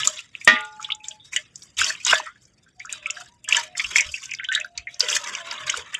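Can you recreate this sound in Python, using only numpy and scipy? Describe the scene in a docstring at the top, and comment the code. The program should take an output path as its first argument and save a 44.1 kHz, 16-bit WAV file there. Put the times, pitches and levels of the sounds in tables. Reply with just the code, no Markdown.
"""A burst of gurgle and fizz comes first, one hard knock on metal at half a second, then more surges.
Place: outdoors, close above a metal pot where a hand gropes among live fish packed in shallow water.
Bubbles are chirped sines with noise, spray is ringing grains and hiss, the wall is a bank of decaying modes.
Behind them lie a faint shaped-noise hush and a low rumble.
The microphone is noise-suppressed and nearly mono, with a notch near 4 kHz and little above 8 kHz."""
import sys
import numpy as np
from scipy import signal
from scipy.fft import rfft, irfft
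from scipy.io import wavfile
from scipy.ndimage import uniform_filter1d

SR = 44100
rng = np.random.default_rng(int(sys.argv[2]) if len(sys.argv) > 2 else 0)


def put_to_file(sound):
    """Save the sound as 16-bit audio at rate SR, in the file named by the first command-line argument."""
    columns = np.atleast_2d(sound).T  # one column per channel
    safe = np.clip(columns, -1, 1)
    whole_steps = np.round(safe * 32767)
    wavfile.write(sys.argv[1], SR, whole_steps.astype(np.int16))


N = 264159     # length in samples


def from_db(db):
    """Decibels to amplitude gain."""
    return 10 ** (np.asarray(db) / 20)


def rms_one(x):
    """Scale a signal to rms 1."""
    return x / np.sqrt(np.mean(x ** 2) + 1e-20)


def band(x, low_hz, high_hz):
    """Band-pass between two frequencies."""
    return signal.sosfilt(signal.butter(2, [low_hz, high_hz], "band", fs=SR, output="sos"), x)


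def high_pass(x, order, hz):
    """Remove what lies below a frequency."""
    return signal.sosfilt(signal.butter(order, hz, "high", fs=SR, output="sos"), x)


def noise_band(length, low_hz, high_hz):
    """Band-passed white noise of rms 1."""
    return rms_one(band(rng.standard_normal(length), low_hz, high_hz))


def drift(rate_hz):
    """Slow random wandering of rms 1: white noise through two equal low-pass poles."""
    pole = np.exp(-2 * np.pi * rate_hz / SR)
    noise = rng.standard_normal(N + SR)
    # the first second lets the filter settle
    return rms_one(signal.lfilter([1], [1, -2 * pole, pole * pole], noise)[SR:])


def ring(drive, hz, t60):
    """A damped resonator: a unit click sets a sine of height 1 ringing."""
    radius = from_db(-60 / (t60 * SR))
    angle = 2 * np.pi * hz / SR
    poles = [1, -2 * radius * np.cos(angle), radius * radius]
    return signal.lfilter([0, np.sin(angle)], poles, drive + 1e-18)


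def bursts(rows, rise, tone, octaves, attack_cycles, crack_db):
    """Each row: a tone whose pitch may climb as it dies, torn noise around that pitch, and a broad crack."""
    out, t = np.zeros(N + SR), np.arange(SR // 5) / SR
    noise = rng.standard_normal((len(rows), 2, len(t)))
    climbs = np.broadcast_to(rise, len(rows))     # pitch climb per t60, as a share of the start pitch
    for (s, peak_db, hz, t60), climb, (torn_noise, crack_noise) in zip(rows, climbs, noise):
        t60 = np.clip(t60, .006, .3)
        chirp = np.sin(2 * np.pi * hz * (t + climb * t * t / t60 / 2))
        low, high = hz / 2 ** octaves, min(hz * 2 ** octaves, 18000)
        torn = rms_one(band(band(torn_noise, low, high), low, high))
        attack = 1 - np.exp(-(t * hz / attack_cycles) ** 2)
        shape = attack * from_db(-60 * t / t60)
        crack_shape = (1 - np.exp(-t / .0007)) * np.exp(-t / .002)
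        crack = from_db(crack_db) * band(crack_noise, hz / 2, 16000) * crack_shape
        share = np.clip(tone, 0, 1)
        at = round((s - attack_cycles / hz / 2) * SR)     # start early: the swell is under way at the given time
        out[at:at + len(t)] += from_db(peak_db) * (shape * (share * chirp + (1 - share) * torn) + crack)
    return out[:N]


def grains(per_s, low_hz, high_hz, cycles, spread_db, tilt_db, patch_db):
    """Many small bubbles ring at random moments; each size has busy spells; tilt is per octave; rms 1."""
    sizes = from_db(spread_db * np.minimum(rng.exponential(1, N), 4)) * rng.choice([-1, 1], N)
    born = rng.random(N) < per_s / SR
    pitches = np.geomspace(low_hz, high_hz, 20)
    dealt = rng.integers(0, 20, N)     # which pitch a bubble gets
    spells = drift(8.1)
    middle_hz = np.sqrt(low_hz * high_hz)
    out = np.zeros(N)
    for k, hz in enumerate(pitches):
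        spell_db = patch_db * np.roll(spells, k * N // 20)
        busy = from_db(spell_db + tilt_db * np.log2(hz / middle_hz))
        clicks = sizes * born * busy * (dealt == k)
        out += band(ring(clicks, hz, cycles / hz), hz / 1.6, hz * 1.35)
    return rms_one(out)


def swells(rows, waver):
    """Tones that swell and fade, wavering in pitch and strength."""
    t, out = np.arange(N) / SR, np.zeros(N)
    wobble, flutter = np.cumsum(drift(24)) / SR, drift(58)
    for (s, peak_db, hz, length), phase in zip(rows, rng.uniform(0, 2 * np.pi, len(rows))):
        spread = length * np.where(t < s, .6, 1.2)     # quicker in than out
        shape = np.exp(-2 * ((t - s) / spread) ** 2)
        out += from_db(peak_db) * shape * np.sin(2 * np.pi * hz * (t + waver * wobble) + phase)
    return out * from_db(3.5 * flutter)


def cavity(x, t60, lags_s):
    """A few short feedback delays in parallel, of alternating sign: dense early echoes."""
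    w = 2 * np.pi * np.fft.rfftfreq(N + SR, 1 / SR)
    echoes = 0
    for k, lag in enumerate(lags_s):
        one_trip = from_db(-60 * lag / t60) * np.exp(-1j * w * lag)
        echoes = echoes + (-1) ** k * (1 / (1 - one_trip) - 1)     # only the echoes, not the direct sound
    return irfft(rfft(x, N + SR) * echoes, N + SR)[:N]


# colour of the outdoor air: (frequency [Hz], density [dB per Hz, relative])
HUSH_COLOUR = [(18, -36.5), (30, -33.5), (119, 15), (881, -8), (1970, -2.5), (3680, -18.5), (4300, -13),
               (7240, -19.5), (8920, 0.5), (15000, -33.5)]


def hush():
    """Faint outdoor hush: noise shaped in frequency, its level wandering slowly."""
    hz, points = np.fft.rfftfreq(N, 1 / SR) + 1, np.array(HUSH_COLOUR)
    colour = from_db(np.interp(np.log(hz), np.log(points[:, 0]), points[:, 1]))
    air = rms_one(irfft(rfft(rng.standard_normal(N)) * colour, N))
    return from_db(-63.5 + 2 * drift(3.8)) * air


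def rumble():
    """Far-off outdoor rumble: low noise with a wavering level."""
    return from_db(-70.5 + 1.4 * drift(20)) * noise_band(N, 48, 110)


# low lurches of the whole water mass: (time of the middle [s], level before flutter [dB], pitch [Hz])
LURCH_ROWS = [(0.022, -48.5, 130), (1.8, -46, 75), (2.118, -50, 80), (3.513, -60, 69), (3.87, -47.5, 53.3),
              (4.077, -43, 70.5), (4.792, -48, 66.4), (5.651, -51.5, 121), (5.792, -53, 85)]


def lurches():
    """The whole water mass heaves: brief low tones of strongly wavering pitch."""
    return swells([(*row, .05) for row in LURCH_ROWS], waver=0.14)     # length scale .05 s


# the wall rubbed by moving water:
# (time of the middle [s], level before flutter [dB], pitch [Hz], length scale [s])
WALL_TONE_ROWS = [(0.09, -45.5, 618, 0.074), (0.53, -29, 242, 0.027), (1.11, -57, 626, 0.048),
                  (1.39, -48, 618, 0.028), (1.88, -45, 634, 0.05), (2.165, -38.5, 625, 0.072),
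                  (2.79, -59, 727, 0.054), (2.93, -59.5, 620, 0.11), (3.07, -53, 603, 0.13),
                  (3.19, -50.5, 713, 0.071), (3.32, -58, 967, 0.066), (3.56, -47.5, 623, 0.18),
                  (3.585, -28.5, 938, 0.035), (3.72, -51.5, 720, 0.11), (3.98, -51.5, 603, 0.15),
                  (4.2, -55.5, 1550, 0.21), (4.61, -49, 609, 0.059), (4.68, -57.5, 699, 0.41),
                  (5.07, -42.5, 605, 0.13), (5.28, -53.5, 586, 0.61), (5.37, -47.5, 1040, 0.4),
                  (5.43, -44, 678, 0.12), (5.6, -47.5, 1095, 0.19), (5.62, -48.5, 617, 0.2)]


def wall_tones():
    """The wall sings briefly where moving water rubs it: swelling tones of nearly steady pitch."""
    return swells(WALL_TONE_ROWS, waver=0.012)


# hard knocks on the wall of the pot: (time [s], level of the blow [dB])
KNOCK_ROWS = [(0.475, -0.5)]
# ringing modes of the wall: (frequency [Hz], level relative to the blow [dB], t60 [s])
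WALL_MODES = [(244, -31, .2), (430, -39, .6), (628, -23, .3), (856, -34.5, 2.0), (972, -26, .22),
              (1205, -16.5, .4), (1436, -15.5, .45), (1723, -20, .16), (1855, -4, .19), (1950, -5, .21),
              (2030, -27, .35), (2266, -24, .26), (2460, -23, .33), (2649, -25, .33), (2864, -22, .2),
              (3332, -26, .26), (3515, -27, .22)]
RING_STOP_S = .72     # sloshing water stills the wall this long after a blow


def knocks():
    """A blow reaches every wall mode within a millisecond or two and shakes loose a clatter that dies fast."""
    out, t = np.zeros(N), np.arange(SR // 3) / SR
    sway = drift(8.6)     # sloshing water lets each mode swell and sink
    for s, blow_db in KNOCK_ROWS:
        at = round(s * SR)
        stilled = from_db(-500 * np.maximum(np.arange(N) / SR - s - RING_STOP_S, 0))
        delays = rng.integers(0, 60, len(WALL_MODES))     # samples
        for k, ((hz, level_db, t60), late) in enumerate(zip(WALL_MODES, delays)):
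            drive = np.zeros(N)
            drive[at + late] = from_db(blow_db + level_db)
            mode_sway = from_db(2.2 * np.roll(sway, k * N // len(WALL_MODES)))
            out += stilled * mode_sway * ring(drive, hz, t60)
        clatter = noise_band(len(t), 1600, 3800)
        out[at:at + len(t)] += from_db(blow_db - 9.5 - 60 * t / 0.17) * clatter
        thud = noise_band(len(t), 300, 1000)     # the water shaken with the wall
        out[at:at + len(t)] += from_db(blow_db - 27 - 60 * t / 0.22) * thud
    return out


# surges of thrashing fish and stirring hand:
# (start time [s], hold [s], gurgle level [dB], fizz level [dB])
SURGE_ROWS = [(0.0, 0.0022, -23.5, -24), (0.027, 0.035, -31, -30), (0.136, 0.037, -41.5, -39.5),
              (0.342, 0.017, -48, -55.5), (0.403, 0.0046, -54, -45.5), (0.479, 0.08, -27.5, -46),
              (0.585, 0.18, -58, -56.5), (0.812, 0.032, -45, -45.5), (1.038, 0.073, -53, -47),
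              (1.246, 0.031, -61, -59), (1.326, 0.026, -39, -34.5), (1.418, 0.07, -61.5, -69),
              (1.543, 0.16, -61.5, -56), (1.79, 0.078, -27, -24.5), (2.067, 0.063, -22.5, -25.5),
              (2.005, 0.034, -50, -41.5), (2.195, 0.05, -44, -46), (2.414, 0.025, -70.5, -62.5),
              (2.797, 0.0093, -50, -52.5), (2.901, 0.039, -40.5, -48.5), (3.027, 0.18, -46, -62),
              (3.142, 0.08, -49, -47), (3.495, 0.075, -26, -29), (3.772, 0.064, -37.5, -35),
              (3.913, 0.0066, -31, -34), (3.961, 0.005, -23.5, -25.5), (4.084, 0.12, -56.5, -43.5),
              (4.222, 0.086, -48, -49), (4.29, 0.02, -49, -49.5), (4.418, 0.015, -51, -66),
              (4.524, 0.016, -33.5, -38.5), (4.756, 0.027, -50.5, -61.5), (4.883, 0.18, -55.5, -60.5),
              (5.006, 0.04, -29.5, -36.5), (5.088, 0.073, -28, -28), (5.236, 0.13, -32.5, -40.5),
              (5.447, 0.17, -34, -46.5), (5.671, 0.099, -30.5, -35.5), (5.81, 0.21, -43, -56.5)]
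CALM_GURGLE_DB, CALM_FIZZ_DB = -69.5, -68     # still water between surges
SWELL_DB_PER_S = 1592     # how fast a surge builds before its start
GURGLE_SETTLE_DB_PER_S, FIZZ_SETTLE_DB_PER_S = 188.5, 240.5     # how fast it dies after its hold


def surging():
    """Gurgle and fizz levels in dB: each surge builds fast, holds and settles; the strongest one counts."""
    t = np.arange(0, N / SR + .002, .001)
    s, hold, gurgle_db, fizz_db = np.array(SURGE_ROWS).T[:, :, None]
    early_db = SWELL_DB_PER_S * np.maximum(s - t, 0)
    late = np.maximum(t - s - hold, 0)
    gurgle_db = (gurgle_db - early_db - GURGLE_SETTLE_DB_PER_S * late).max(0)
    fizz_db = (fizz_db - early_db - FIZZ_SETTLE_DB_PER_S * late).max(0)
    gurgle_db = np.maximum(gurgle_db, CALM_GURGLE_DB)
    fizz_db = np.maximum(fizz_db, CALM_FIZZ_DB)
    return [np.interp(np.arange(N) / SR, t, db) for db in (gurgle_db, fizz_db)]


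def slosh(gurgle_db):
    """Dull weight of the displaced water: low noise that follows the smoothed gurgle level."""
    level_db = uniform_filter1d(gurgle_db, size=1500) - 28 + 3.6 * drift(32)
    return from_db(level_db) * noise_band(N, 180, 520)


def fizz(fizz_db, flicks):
    """Fine spray: tiny high bubbles ring over a hiss of drops too fine to ring."""
    tiny = grains(1900, 4300, 8600, cycles=110, spread_db=2.5, tilt_db=1.5, patch_db=5.5)
    mist = from_db(-3.5 + 2.0 * flicks + 2.0 * drift(31)) * noise_band(N, 7200, 11500)
    return from_db(fizz_db + 3.5 * flicks) * (tiny + mist)


# colour of the gurgle, darkest at the end as the hand churns deeper: (time [s], tilt [dB per octave])
GURGLE_TILT_POINTS = [(0, 11), (2.6, 9), (2.802, 11), (3.298, 11.5), (3.448, 9.5), (4.951, 13), (5.202, 6),
                      (5.99, 6)]


def gurgle(gurgle_db, flicks):
    """Churned water: thousands of small bubbles a second, each a damped ring, with a moving spectral tilt."""
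    tilt_db = np.interp(np.arange(N) / SR, *np.transpose(GURGLE_TILT_POINTS))
    bubbles = grains(5000, 950, 3850, cycles=80, spread_db=3.0, patch_db=5.5, tilt_db=tilt_db)
    return from_db(gurgle_db + 2.0 * flicks) * bubbles


# clear short tones, some steady, some climbing in pitch:
# (time [s], level [dB], start pitch [Hz], t60 before limiting to .006-.3 [s], climb per t60 [share of pitch])
CLEAR_TONE_ROWS = [(0.825, -33, 2370, 0.071, 0), (0.902, -9, 2320, 0.023, 1.96),
                   (0.907, -20, 2960, 0.03, 0), (1, -39.5, 2470, .12, 0.23), (1.047, -41, 2350, 0.11, 0),
                   (1.198, -41.5, 3560, 0.22, 0.23), (1.247, -44.5, 3765, 0.68, 0),
                   (1.255, -45.5, 5450, 0.16, 0), (2.869, -27, 1380, 0.046, 0.87),
                   (3.262, -39, 1650, 0.06, 0.075), (4.395, -19.5, 1540, 0.12, 0),
                   (4.397, -15.5, 1860, 0.04, 1.4), (4.486, -20.5, 1531, 0.32, 0),
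                   (4.599, -17, 2460, 0.019, 1.2), (4.646, -16.5, 1523, 0.051, 0.17),
                   (5.578, -22, 3220, 0.037, 0.86), (5.773, -20.5, 3400, 0.026, 0.49)]


def clear_tones():
    """Clear short tones, some steady, some climbing in pitch: decaying sines with a little narrow noise."""
    return bursts([row[:4] for row in CLEAR_TONE_ROWS], rise=[row[4] for row in CLEAR_TONE_ROWS],
                  tone=.65, octaves=.12, attack_cycles=4.0, crack_db=-34.0)


# spray thrown off: (time [s], level [dB], centre frequency [Hz])
SPRAY_ROWS = [(0.0733, 3, 7220), (0.4473, -6.5, 9040), (0.4773, -20, 6000), (0.607, -24, 8600),
              (0.649, -27.5, 7960), (0.8265, -21.5, 6860), (0.949, -24.5, 7050), (1.084, -14, 7080),
              (1.363, -5, 7170), (1.557, -19, 6450), (1.621, -23.5, 4320), (1.768, -24, 6800),
              (1.8109, -9.5, 6900), (1.843, -6, 5500), (2.0492, -6.5, 6700), (2.065, -2, 7350),
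              (2.453, -36.5, 6100), (2.796, -28, 5350), (2.8542, -25.5, 6440), (2.9254, -7.5, 8100),
              (3.0673, -22.5, 7950), (3.105, -12, 6770), (3.4423, -20.5, 9220), (3.488, -6.5, 7660),
              (3.5673, -4.5, 6680), (3.7798, -19, 5100), (3.7788, -9.5, 8100), (3.7997, -13.5, 4970),
              (3.962, -9.5, 6150), (3.983, -7.5, 7150), (4.007, -5, 6700), (4.2373, -21, 5840),
              (4.2557, -21, 6270), (4.311, -23.5, 5960), (4.336, -17.5, 5920), (4.348, -16, 4900),
              (4.442, -24, 6000), (4.524, -17.5, 7170), (4.5499, -10, 7830), (4.6, -21, 6970),
              (4.645, -25, 4600), (4.66, -33, 10600), (4.7768, -16.5, 6190), (4.9427, -24.5, 5550),
              (4.997, -12, 5480), (4.995, -9.5, 10140), (5.0053, -2, 4950), (5.1, -7.5, 5720),
              (5.1673, -7.5, 6380), (5.35, -14, 5740), (5.511, -10, 4640), (5.699, -6, 6660),
              (5.773, -12, 8600), (5.9436, -11, 8260)]


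def spray():
    """Thrown spray ticks: short high bursts, more torn noise than tone, with a strong crack."""
    return bursts([(*row, .022) for row in SPRAY_ROWS],     # t60 .022 s
                  rise=0.044, tone=0.4, octaves=0.36, attack_cycles=7.0, crack_db=-13)


# air pockets closed by tail slaps and the hand:
# (time [s], level [dB], start pitch [Hz], t60 before limiting to .006-.3 [s])
PLOP_ROWS = [(0.0322, -6.5, 2670, 0.022), (0.073, -19, 1202, 0.065), (0.074, -8.5, 3900, 0.022),
             (0.1712, -26, 3810, 0.12), (0.1897, -24, 2670, 0.074), (0.3513, -16, 2540, 0.022),
             (0.412, -29, 2250, 0.1), (0.4746, -16, 3070, 0.051), (0.482, -7, 1970, 0.058),
             (0.562, -13, 1942, 0.087), (0.796, -26.5, 1300, 0.089), (0.8454, -13.5, 3350, 0.034),
             (0.888, -31.5, 1220, 0.15), (0.9198, -6, 3355, 0.032), (1.0416, -29.5, 3510, 0.075),
             (1.1099, -23.5, 3150, 0.05), (1.3311, -16.5, 2185, 0.04), (1.3622, -13.5, 1910, 0.084),
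             (1.3618, -9.5, 2854, 0.063), (1.7694, -27, 3030, 0.074), (1.7858, -17, 3620, 0.02),
             (1.7961, -16, 2235, 0.12), (1.8155, 3, 1436, 0.013), (1.8326, -16, 2730, 0.092),
             (1.8643, -15.5, 3150, 0.051), (1.9025, -6.5, 1720, 0.023), (1.9507, -22.5, 2660, 0.036),
             (2.002, -29, 2410, 0.094), (2.0521, -21, 3720, 0.11), (2.084, -16, 2840, 0.066),
             (2.1145, -14, 1540, 0.12), (2.128, 2.5, 1506, 0.036), (2.131, 7.5, 953, 0.015),
             (2.132, -4, 2350, 0.029), (2.133, -1.5, 608, 0.03), (2.138, -15, 1650, 0.2),
             (2.156, -14, 3460, 0.045), (2.1995, -11, 970, 0.021), (2.2581, -25, 1840, 0.12),
             (2.2668, -27.5, 1314, 0.14), (2.3568, -43, 1630, 0.079), (2.6622, -45, 1526, 0.12),
             (2.801, -25, 2186, 0.078), (2.8472, -31, 1386, 0.11), (2.8944, -15.5, 2350, 0.017),
             (2.9324, -24.5, 1500, 0.04), (3.0588, -8.5, 2475, 0.032), (3.06, -35, 1280, 0.35),
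             (3.0999, -10, 2604, 0.026), (3.1665, -23, 1590, 0.066), (3.207, -29, 1370, 0.067),
             (3.4455, -31, 2743, 0.097), (3.477, -29, 1697, 0.35), (3.509, -10, 2320, 0.02),
             (3.5248, 3.5, 2630, 0.021), (3.5463, 0.5, 2774, 0.025), (3.567, -13, 1680, 0.093),
             (3.7517, -18, 2000, 0.035), (3.7957, -8.5, 2150, 0.061), (3.7965, -13.5, 3260, 0.038),
             (3.794, -33.5, 1258, 0.25), (3.844, -15.5, 2690, 0.062), (3.9587, 1, 2086, 0.027),
             (3.982, -4.5, 2364, 0.056), (3.9962, -4.5, 2168, 0.044), (4.007, -18, 2100, 0.097),
             (4.0888, -24.5, 3000, 0.056), (4.1407, -17, 2590, 0.082), (4.1733, -24, 2170, 0.065),
             (4.232, -27.5, 2700, 0.048), (4.2928, -32.5, 2440, 0.26), (4.3155, -15, 2440, 0.041),
             (4.3377, -10, 2250, 0.022), (4.387, -28, 3030, 0.064), (4.4328, -21, 1924, 0.069),
             (4.4464, -16.5, 2990, 0.039), (4.488, -10.5, 3380, 0.02), (4.5146, -14, 1784, 0.14),
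             (4.5174, -12, 2800, 0.012), (4.5496, -5, 3680, 0.044), (4.5588, -16.5, 1678, 0.14),
             (4.5752, -9.5, 1890, 0.031), (4.6107, -12.5, 2450, 0.028), (4.7759, -14.5, 4230, 0.028),
             (4.7787, -28, 2350, 0.11), (4.8709, -20, 2070, 0.08), (5.0056, 1, 4520, 0.021),
             (5.028, -28.5, 486, 0.17), (5.0855, -11, 3300, 0.022), (5.112, -28.5, 474, 0.062),
             (5.1286, -1.5, 3060, 0.016), (5.164, -7.5, 2980, 0.027), (5.165, -9.5, 1720, 0.048),
             (5.3504, -12.5, 2710, 0.028), (5.514, -19, 2280, 0.026), (5.679, -16, 3860, 0.04),
             (5.6938, -7.5, 2000, 0.031), (5.696, -8, 2900, 0.025), (5.741, -8.5, 1360, 0.016),
             (5.766, -33.5, 462, 0.19), (5.942, -10, 1850, 0.023), (5.9486, -9, 2980, 0.027)]


def plops():
    """Closed air pockets ring as bubbles of climbing pitch, mixed with torn water."""
    return bursts(PLOP_ROWS, rise=0.25, tone=0.6, octaves=0.26, attack_cycles=2.5, crack_db=-24.0)


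def scene():
    """Water, wall and air heard from close above the pot, as left and right."""
    gurgle_db, fizz_db = surging()
    flicks = drift(36)     # quick tail flicks shake all bubble sizes together
    water = slosh(gurgle_db) + fizz(fizz_db, flicks) + gurgle(gurgle_db, flicks)
    water += clear_tones() + spray() + plops()
    # sound bouncing across the pot
    echoes = from_db(-26.0) * cavity(water, 0.13, [.0023, .0037, .0051, .0067, .0089])
    wet = high_pass(water + echoes + knocks(), 4, 170)     # small sources push no deep bass
    mid = hush() + rumble() + lurches() + wall_tones() + wet
    # the two channels differ only in loud treble bursts
    treble = high_pass(high_pass(mid, 8, 4300), 1, 9000)
    side = from_db(-9) * cavity(treble, .03, [.0021, .0033, .0047])
    loudness = np.sqrt(uniform_filter1d(treble ** 2, size=1024) + 1e-12)
    side *= np.minimum(loudness / from_db(-23), 1) ** 2     # the width shrinks as the treble grows quieter
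    return np.array([mid + side, mid - side])


def suppress(x, noise_db, least_db):
    """Noise suppressor: faint short-time cells above 800 Hz are turned down, both channels alike."""
    hz, _, cells = signal.stft(x, SR, nperseg=512)
    size = uniform_filter1d(np.abs(cells).mean(0), size=3, axis=1) + 1e-12
    noise = (hz[:, None] > 800) * from_db(noise_db)
    gain = np.maximum(1 - noise / size, from_db(least_db))
    return signal.istft(cells * gain, SR, nperseg=512)[1][:, :N]


def record(dry):
    """Microphone: a dip near 4 kHz, noise suppression, a shelf down above 8 kHz, overload, a steep top cut."""
    notched = signal.lfilter(*signal.iirnotch(4150, 9, fs=SR), dry)
    quiet = suppress(notched, noise_db=-94, least_db=-10)
    hz = np.fft.rfftfreq(N, 1 / SR)
    shelf_db = np.interp(hz, [7400, 9000, 16000], [0, -17, -20])
    shelved = irfft(rfft(quiet) * from_db(shelf_db), N)
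    both = shelved.mean(0)     # the overload acts on what both channels share
    loud = shelved - both + np.clip(both, -1, 1)
    return signal.sosfilt(signal.cheby2(12, 70, 16200, fs=SR, output="sos"), loud)


dry = scene()
out = record(dry)
put_to_file(out)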